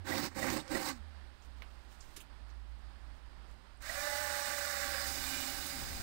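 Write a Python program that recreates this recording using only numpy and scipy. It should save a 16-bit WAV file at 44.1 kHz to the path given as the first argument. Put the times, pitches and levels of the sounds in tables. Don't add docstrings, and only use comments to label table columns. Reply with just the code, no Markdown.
import sys
import numpy as np
from scipy import signal
from scipy.fft import rfft, irfft, next_fast_len
from scipy.io import wavfile
from scipy.ndimage import uniform_filter1d

SR = 44100
rng = np.random.default_rng(int(sys.argv[2]) if len(sys.argv) > 2 else 0)


def store_wav(level_fs):
    pcm = np.round(np.clip(np.atleast_2d(level_fs), -1, 1) * 32767)
    wavfile.write(sys.argv[1], SR, pcm.T.astype(np.int16))


def convert_level_to_amplitude(level_db):
    exponent = np.asarray(level_db, float) / 20
    return 10 ** exponent


N = 265482
T = np.arange(N) / SR

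# pull in seconds, release in seconds.
PULLS = [
    (.036, .264),
    (.343, .572),
    (.668, .897),
    (3.806, 6.1),
]
# lead over the pull in seconds, hiss level in dB, rise in seconds,
# panel rumble over the hiss in dB, fall after release in dB per second.
PULL_NOISE = [
    (-0.0014, -46.5, 0.053, 5, 610),
    (0.0096, -46.5, 0.044, 7, 333),
    (-0.01, -46.5, 0.04, 7, 339),
    (0.0048, -45.5, 0.11, -18.5, 500),
]
FREE_REV_PER_S, RUN_UP_S, BRAKE_REV_PER_S2 = 292, .066, 750
BLIPS_END_S, BITES_S = 2, 5.07

# time in seconds, pitch of three beats a turn in Hz, its level in dB.
ROTOR_LOADED = [(3.87, 852, -70), (3.91, 852, -55), (4.03, 848, -55), (4.15, 846, -48), (4.42, 835, -50),
                (4.65, 808, -55.5), (5.02, 785, -54.5), (5.25, 804, -63), (6.02, 779, -65)]
# beats a turn, level over the three-beat tone in dB, roughness as a share.
ROTOR_TONES = [(21, -9, .8), (6, -14, .6)]
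# start, peak and end in seconds, level in dB.
ROTOR_WOBBLES = [
    (.87, 0.907, 1.085, -51.5),
    (4.847, 5.328, 6.4, -54.5),
]
# time in seconds, pitch in Hz, level in dB.
GEAR_MESH = [(3.92, 572, -62), (3.97, 579, -49.5), (4.12, 588, -47.5), (4.4, 580, -50), (4.7, 571, -50),
             (5.03, 561, -53), (5.1, 566, -61), (5.4, 580, -61), (6.02, 556, -68)]
# multiple of the mesh pitch, level in dB, roughness as a share.
GEAR_TONES = [(2.01, -1, .6), (2.5, 0, .3), (3, 1.5, .4), (3.43, .5, .35)]
GEAR_RATIO, GEAR_UPPER_DB = 8, -5
# beats a turn, mode in Hz, width in Hz, level in dB.
HOUSING_MODES = [(9, 1930, 63, -37.5), (9, 1300, 87, -82), (3, 650, 98, -51), (1, 330, 19, -18)]
MODE_PULL = .7

# pitch in Hz, level in dB per Hz.
BLIP_BODY = [(65, 6), (110, -4), (188, -11.5), (305, -2), (396, -9.5), (469, -17.5), (528, -4), (642, -15),
             (834, -5.5), (1110, -11.5), (1560, -13.5), (1920, -8), (2500, -15.5), (3250, -42),
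             (5500, -120)]
# pitch in Hz, level in dB per Hz.
SKATE_BODY = [(110, 0), (150, -15), (300, -9), (450, -19), (600, -3.5), (700, -11.5), (1030, -8),
              (1200, -6.5), (1600, -2.5), (1800, 0.5), (2000, -1.5), (2170, -4.5), (2500, -6.5),
              (3200, -28)]
# pitch in Hz, level in dB per Hz.
BITE_BODY = [(65, -32), (110, 4.5), (160, -1.5), (210, -9), (271, -2), (380, -5), (469, -16), (571, -8),
             (651, -12.5), (792, -3.5), (976, -8.5), (1710, -3.5), (2500, -4.5), (3250, -50), (5500, -120)]
# pitch in Hz, level in dB per Hz.
BLIP_HISS = [(1470, -25), (2500, -2), (2740, 1.5), (3430, -6), (3850, 0.5), (4700, -1.5), (5190, -1.5),
             (5960, -5), (8690, -5), (10100, -19.5), (11500, -17), (12900, -17), (14200, -13), (15100, -15),
             (15700, -8.5)]
# pitch in Hz, level in dB per Hz.
BORE_HISS = [(1470, -37), (2500, -4.5), (2960, 0), (3220, -7), (3900, 0.5), (4420, -2.5), (5030, -2),
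             (6150, -4), (7170, -2.5), (7800, -5), (8490, -3), (10400, -18.5), (15100, -14), (15700, -9)]
AIR_DB = [
    -5,
    -4,
    -3,
]
AIR_LAG_RISES, AIR_LAG_DB, AIR_RELEASE_DB = 0.56, -7, -6
BODY_DB = [
    3,
    0,
    -2.5,
]
RUN_UP_BODY_DB, RUN_UP_RUMBLE_DB = 6, 9
PRESS_SHARE = 0.24
BITE_RUMBLE_DB = 7
LIFT_S, LIFT_DB_PER_S, LIFT_BODY_SHARE = 0.763, 93, 0.31
FADE_S, FADE_DB_PER_S = 5.44, 10.5
CREEP_DB = -69

# start and end in seconds, pitch in Hz, level in dB, wobble in Hz.
SQUEALS = [(3.95, 4.05, 2400, -57, 12), (4.1, 4.78, 8235, -57, 15), (4.65, 4.92, 7500, -59, 20),
           (4.75, 5.25, 4905, -53, 7), (5.1, 5.6, 7500, -59, 15), (5.12, 5.55, 7670, -61, 12),
           (5.2, 5.48, 2397, -57, 15), (5.1, 5.75, 2908, -60, 20), (5.45, 6.3, 4920, -57, 8),
           (4.6, 5.4, 5230, -61, 20), (5.05, 5.4, 4825, -60, 15), (4.55, 4.8, 4930, -58, 12)]
# start and length in seconds, pitch in Hz, level in dB.
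CHIRPS = [(.49, .04, 13800, -59), (.51, .04, 14800, -53), (.105, .04, 13800, -55), (.1, .04, 5500, -56),
          (.59, .025, 3750, -54), (.19, .03, 14800, -56), (.715, .02, 15000, -57), (.86, .015, 14900, -55),
          (.49, .025, 850, -49), (.095, .025, 1680, -49), (.235, .015, 4100, -53)]
CHIRP_WOBBLE_HZ, SQUEAL_SAG = 180, .006

# time in seconds, peak in dB, lowest and highest Hz, rise in milliseconds.
KNOCKS = [(.678, -48, 600, 6000, 1), (.885, -38, 1500, 10000, 3), (1.621, -46, 600, 3200, .4),
          (1.621, -62, 4000, 15000, .4), (2.003, -53.5, 4200, 8500, 6), (2.161, -43, 1000, 12000, 7),
          (2.167, -52, 200, 400, 10), (2.2, -51, 2300, 3500, 6), (2.202, -53, 5500, 16000, 5),
          (2.501, -65, 4000, 6500, 1), (3.822, -51, 1000, 12000, 1), (5.069, -40, 8000, 15500, 4),
          (5.4, -41, 13000, 15500, 4), (5.661, -39, 5000, 15000, 4), (1.422, -69, 5000, 8000, 1),
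          (3.771, -68, 7800, 9200, 1), (.258, -42, 2000, 9000, 2), (.598, -47, 2500, 9500, 2),
          (.443, -33, 150, 900, 1), (.501, -36, 400, 6000, 1), (3.51, -74, 5000, 14000, 1)]
KNOCK_T60_S = 0.087
CRACK_GAIN, CRACK_S = 1.3, .002
# middle and length in seconds, level in dB.
BRUSHES = [(1.444, .05, -73), (1.586, .04, -80), (1.751, 0.33, -83), (1.929, 0.065, -68.5),
           (2.03, 0.085, -68), (2.129, 0.15, -69), (2.212, 0.027, -64), (2.5, 0.039, -78),
           (3.16, 0.041, -82), (3.51, .05, -85)]
# pitch in Hz, level in dB per Hz.
CLOTH_COLOUR = [(700, 4), (2500, 6), (5000, 2), (9000, 1), (10000, -8), (11500, -4), (13000, -6),
                (15700, -6)]
CLOTH_DB = -80.5

# time in seconds, pitch in Hz, level in dB.
ENGINE = [(0, 87.6, -49), (.2, 90.8, -60), (.53, 66.2, -55.5), (.82, 72.6, -62.5), (1.09, 74.3, -50),
          (1.28, 64.8, -53), (1.39, 65.4, -66), (1.48, 61.4, -53.5), (2.1, 56.8, -62.5), (2.43, 56, -51),
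          (2.75, 56.26, -48.5), (3.82, 56.1, -62.5), (3.97, 65, -66), (4.19, 72.5, -54.5),
          (4.43, 67.5, -60.5), (5.25, 68, -49), (5.5, 67.3, -60), (5.85, 66.5, -52)]
# pitch in Hz, level in dB per Hz.
ROOM_COLOUR = [(53, 8), (90, 1), (249, 1), (322, -2), (383, -3), (466, -7.5), (591, -2.5), (702, -4.5),
               (765, -1), (1740, -4.5), (2260, -10), (4410, -13), (5000, -13.5), (5900, -25.5), (7400, -28),
               (8700, -21.5), (9800, -29), (15800, -48)]
ROOM_DB, ENGINE_THROB_DB, RUMBLE_DB, RUMBLE_SWING_DB = -63, 1.5, -61, 3

# pitch in Hz, level in dB per Hz.
CIRCUIT_COLOUR = [(30, 0.0), (59, -2.4), (119, -5.8), (238, -10.4), (474, -14.0), (947, -18.4),
                  (1889, -21.8), (3769, -27.5), (7519, -35.7), (15000, -31.2)]
CIRCUIT_DB, DUCK_DB, DUCK_S = -76.5, -5.5, .12
# pitch in Hz, level in dB per Hz.
NEXT_COLOUR = [(15, -12), (35, -2), (60, -3), (120, -9), (240, -13), (470, -22), (900, -20), (1900, -25.5),
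               (4500, -30), (5300, -37), (9000, -39), (15000, -50)]
# time in seconds, level in dB.
NEXT_THUDS = [
    (5.925, -35),
    (5.96, -37),
    (5.996, -35),
]
NEXT_S, NEXT_FIRST_DB, NEXT_DB, NEXT_RISE_S = 5.7, -53, -45.5, .08


def whine():
    rev = rotor_speed()
    third_db = in_time(ROTOR_LOADED, -120)[1]
    out = convert_level_to_amplitude(third_db) * tone(3 * rev + 5 * drift(10), rough=.2)
    for start, peak, end, db in ROTOR_WOBBLES:
        swell = np.interp(T, [start, peak, end], [0, 1, 0]) ** 2
        out += convert_level_to_amplitude(db) * swell * tone(rev, rough=0.3)
    for order, db, rough in ROTOR_TONES:
        out += convert_level_to_amplitude(third_db + db) * tone(order * rev, rough)

    mesh = in_time(GEAR_MESH)[0] + 4 * drift(12)
    mesh_db = in_time(GEAR_MESH, -120)[1]
    beat = np.cos(2 * np.pi * np.cumsum(rev) / GEAR_RATIO / SR + drift(1.9))
    upper_db = mesh_db + GEAR_UPPER_DB + 3 * beat
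    out += convert_level_to_amplitude(mesh_db + 2.5 * beat) * tone(mesh + 3 * drift(10), rough=.26)
    for multiple, db, rough in GEAR_TONES:
        out += convert_level_to_amplitude(upper_db + db) * tone(multiple * mesh, rough)

    driven = uniform_filter1d((since_pull()[2] == 0) * 1., size=400)
    driven = driven * np.where(T < BLIPS_END_S, 1, convert_level_to_amplitude(-3.5))
    for order, hz, width, db in HOUSING_MODES:
        push = order * rev
        nearness = np.exp(-((push - hz) / width) ** 2)
        out += convert_level_to_amplitude(db) * driven * nearness * tone(push + MODE_PULL * (hz - push), rough=0.1)
    return out


def rotor_speed():
    k, age, coasting = since_pull()
    top = np.where(T < BLIPS_END_S, FREE_REV_PER_S, in_time(ROTOR_LOADED)[0] / 3)
    run_up = 1 - np.exp(-np.maximum(age, 0) / RUN_UP_S)
    return np.maximum(top * run_up - BRAKE_REV_PER_S2 * coasting, 0)


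def since_pull():
    pull, release = np.transpose(PULLS)
    k = np.maximum(np.searchsorted(pull, T + .03) - 1, 0)
    return k, T - pull[k], np.maximum(T - release[k], 0)


def stage():
    return (T >= BLIPS_END_S) * 1 + (T >= BITES_S)


def grind():
    blip = T < BLIPS_END_S
    turn = 1 + 0.022 * np.cos(2 * np.pi * np.cumsum(rotor_speed()) / SR)
    contacts = rng.standard_normal(N) * convert_level_to_amplitude(1.3 * rng.exponential(1, N)) * turn
    contacts = sheet_modes(contacts, depth_db=2.1, width_hz=60)
    low_bore = np.where(T < BITES_S, coloured(contacts, SKATE_BODY), coloured(contacts, BITE_BODY))
    low = np.where(blip, coloured(contacts, BLIP_BODY), low_bore)
    high = np.where(blip, coloured(contacts, BLIP_HISS), coloured(contacts, BORE_HISS))
    hiss_db, air_db, body_db, rumble_db = noise_levels()
    shake_db = np.where(blip, 1.5, .5) * drift(32)
    ranges = [(air_db, high, 9500, 16500, 4), (0, high, 2500, 9500, 6),
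              (body_db, low, 500, 2500, 4), (rumble_db, low, 110, 500, 2)]
    out = 0
    for db, source, low_hz, high_hz, count in ranges:
        edges = np.geomspace(low_hz, high_hz, count + 1)
        part = 0
        for k, (a, b) in enumerate(zip(edges, edges[1:])):
            flicker = convert_level_to_amplitude(np.where(blip, 1.6, .55) * drift(5.6))
            part = part + flicker * band(source, a, b) * (-1) ** k
        usual = np.array([part[stage() == k].std() for k in range(3)])
        out = out + convert_level_to_amplitude(hiss_db + db + shake_db) * part / usual[stage()]
    return out


def noise_levels():
    k, age, coasting = since_pull()
    lead, db, rise, rumble_db, release = np.array(PULL_NOISE)[k].T
    age = np.maximum(age + lead, 0)
    blip = T < BLIPS_END_S

    swell = 1 - np.exp(-(age / rise) ** np.where(blip, 1.7, 1))
    fade_db = FADE_DB_PER_S * np.maximum(T - FADE_S, 0)
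    hiss_db = db + 20 * np.log10(swell + 1e-6) - release * coasting - fade_db
    tails = [np.where(T < off, -200, row[1] - row[-1] * (T - off)) for row, (on, off) in zip(PULL_NOISE, PULLS)]
    creep_db = np.where((T > PULLS[0][1]) & (T < PULLS[2][1]), CREEP_DB, -200)
    hiss_db = np.max([hiss_db, *tails, creep_db], axis=0)

    air_db = np.array(AIR_DB)[stage()] + AIR_LAG_DB * np.exp(-age / rise / AIR_LAG_RISES)
    air_db = air_db + AIR_RELEASE_DB * (coasting > 0)

    lifted_db = LIFT_DB_PER_S * np.clip(T - LIFT_S, 0, .1) * blip
    body_db = np.array(BODY_DB)[stage()] + RUN_UP_BODY_DB * np.exp(-age / 0.064)
    body_db = body_db - LIFT_BODY_SHARE * lifted_db + PRESS_SHARE * (rumble_db - 5.5) * blip

    run_up_db = RUN_UP_RUMBLE_DB * np.exp(-age / 0.1) * (T > BLIPS_END_S)
    bite_db = BITE_RUMBLE_DB * np.clip(1 + (T - BITES_S) / 0.38, 0, 1)
    return hiss_db, air_db, body_db, rumble_db + run_up_db + bite_db - lifted_db


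def sheet_modes(x, depth_db, width_hz):
    size = next_fast_len(N)
    span = max(int(width_hz * size / SR), 1)
    ripple = uniform_filter1d(rng.standard_normal(size // 2 + 1), span)
    ripple = rms_one(uniform_filter1d(ripple, span))
    return irfft(rfft(x, size) * convert_level_to_amplitude(depth_db * ripple), size)[:N]


def squeals():
    chirps = [(s, s + length, hz, db, CHIRP_WOBBLE_HZ) for s, length, hz, db in CHIRPS]
    out = 0
    for start, end, hz, db, wobble_hz in SQUEALS + chirps:
        share = np.clip((T - start) / (end - start), 0, 1)
        swell = np.sqrt(np.abs(np.sin(np.pi * share))) * (share < 1)
        rough = min(.25 + wobble_hz / 60, 1.5)
        out = out + convert_level_to_amplitude(db) * swell * tone(hz * (1 - SQUEAL_SAG * share), rough, wobble_hz)
    return out


def knocks():
    grains = rng.standard_normal(N) * convert_level_to_amplitude(1.5 * rng.exponential(1, N))
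    cloth = convert_level_to_amplitude(CLOTH_DB)
    for s, length, db in BRUSHES:
        cloth = cloth + convert_level_to_amplitude(db) * np.exp(-(2 * (T - s) / length) ** 2)
    out = cloth * convert_level_to_amplitude(drift(30)) * coloured(grains, CLOTH_COLOUR)
    for s, db, low_hz, high_hz, rise_ms in KNOCKS:
        age, rise = np.maximum(T - s, 0), rise_ms / 1000
        decay = convert_level_to_amplitude(db - 60 * np.maximum(age - rise, 0) / KNOCK_T60_S)
        crack = 1 + CRACK_GAIN * (rise_ms < 1.5) * np.exp(-age / CRACK_S)
        burst = rms_one(band(grains, low_hz, high_hz)) / 2
        out += decay * np.minimum(age / rise, 1) * crack * burst
    return out


def garage():
    hz, drone_db = in_time(ENGINE)
    room = convert_level_to_amplitude(ROOM_DB + 1.3 * drift(1.9)) * coloured(rng.standard_normal(N), ROOM_COLOUR)
    low_noise = rms_one(band(rng.standard_normal(N), 11.4, 65, order=3))
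    rumble = convert_level_to_amplitude(RUMBLE_DB + RUMBLE_SWING_DB * drift(2.8)) * low_noise
    engine = convert_level_to_amplitude(drone_db + ENGINE_THROB_DB * drift(9.0)) * tone(hz, .22, wobble_hz=6)
    return room + rumble + engine


def left_input():
    running = 0
    for on, off in PULLS:
        running = running + np.clip((T - on) / .1, 0, 1) * np.clip(1 - (T - off) / DUCK_S, 0, 1)
    hiss_db = CIRCUIT_DB + DUCK_DB * np.minimum(running, 1)
    out = convert_level_to_amplitude(hiss_db) * coloured(rng.standard_normal(N), CIRCUIT_COLOUR)
    level_db = np.interp(T, [NEXT_S, NEXT_S + NEXT_RISE_S], [NEXT_FIRST_DB, NEXT_DB])
    fade_in = np.clip((T - NEXT_S) / .006 + 1, 0, 1)
    out += convert_level_to_amplitude(level_db) * fade_in * coloured(rng.standard_normal(N), NEXT_COLOUR)
    for s, db in NEXT_THUDS:
        out -= convert_level_to_amplitude(db) * np.exp(-((T - s - .005) / .0025) ** 2)
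    return out


def rms_one(x):
    return x / np.sqrt(np.mean(x ** 2) + 1e-20)


def in_time(rows, outside=None):
    s, *columns = np.transpose(rows)
    return [np.interp(T, s, c, outside, outside) for c in columns]


def drift(rate):
    r = np.exp(-40 * np.pi * min(rate, 400) / SR)
    slow = signal.lfilter([1], [1, -2 * r, r * r], rng.standard_normal(N // 20 + 4002))[4000:]
    return np.interp(np.arange(N) / 20, np.arange(len(slow)), rms_one(slow))


def band(x, low_hz, high_hz, order=2):
    sos = signal.butter(order, [low_hz, min(high_hz, SR / 2.2)], "band", fs=SR, output="sos")
    return signal.sosfilt(sos, x)


def coloured(x, spectrum):
    hz, db = np.transpose(spectrum)
    size = next_fast_len(N)
    log_hz = np.log(np.arange(size // 2 + 1) * SR / size + 1)
    gain = convert_level_to_amplitude(np.interp(log_hz, np.log(hz), db))
    return rms_one(irfft(rfft(x, size) * gain, size)[:N])


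def tone(hz, rough, wobble_hz=25):
    wave = np.exp(2j * np.pi * np.cumsum(hz) / SR)
    waver = 1 + rough * (drift(wobble_hz) + 1j * drift(wobble_hz))
    return np.sqrt(2 / (1 + 2 * rough ** 2)) * np.real(wave * waver)


def scene():
    right = 2 * (whine() + grind() + squeals() + knocks() + garage())
    return np.array([left_input(), right])


def band_limit(x):
    return signal.sosfilt(signal.butter(12, 16340, fs=SR, output="sos"), x)


def record(dry):
    low_pass = signal.ellip(12, .3, 80, 15720, fs=SR, output="sos")
    mix = signal.sosfilt(low_pass, dry)
    return band_limit(mix)


dry = scene()
out = record(dry)
store_wav(out)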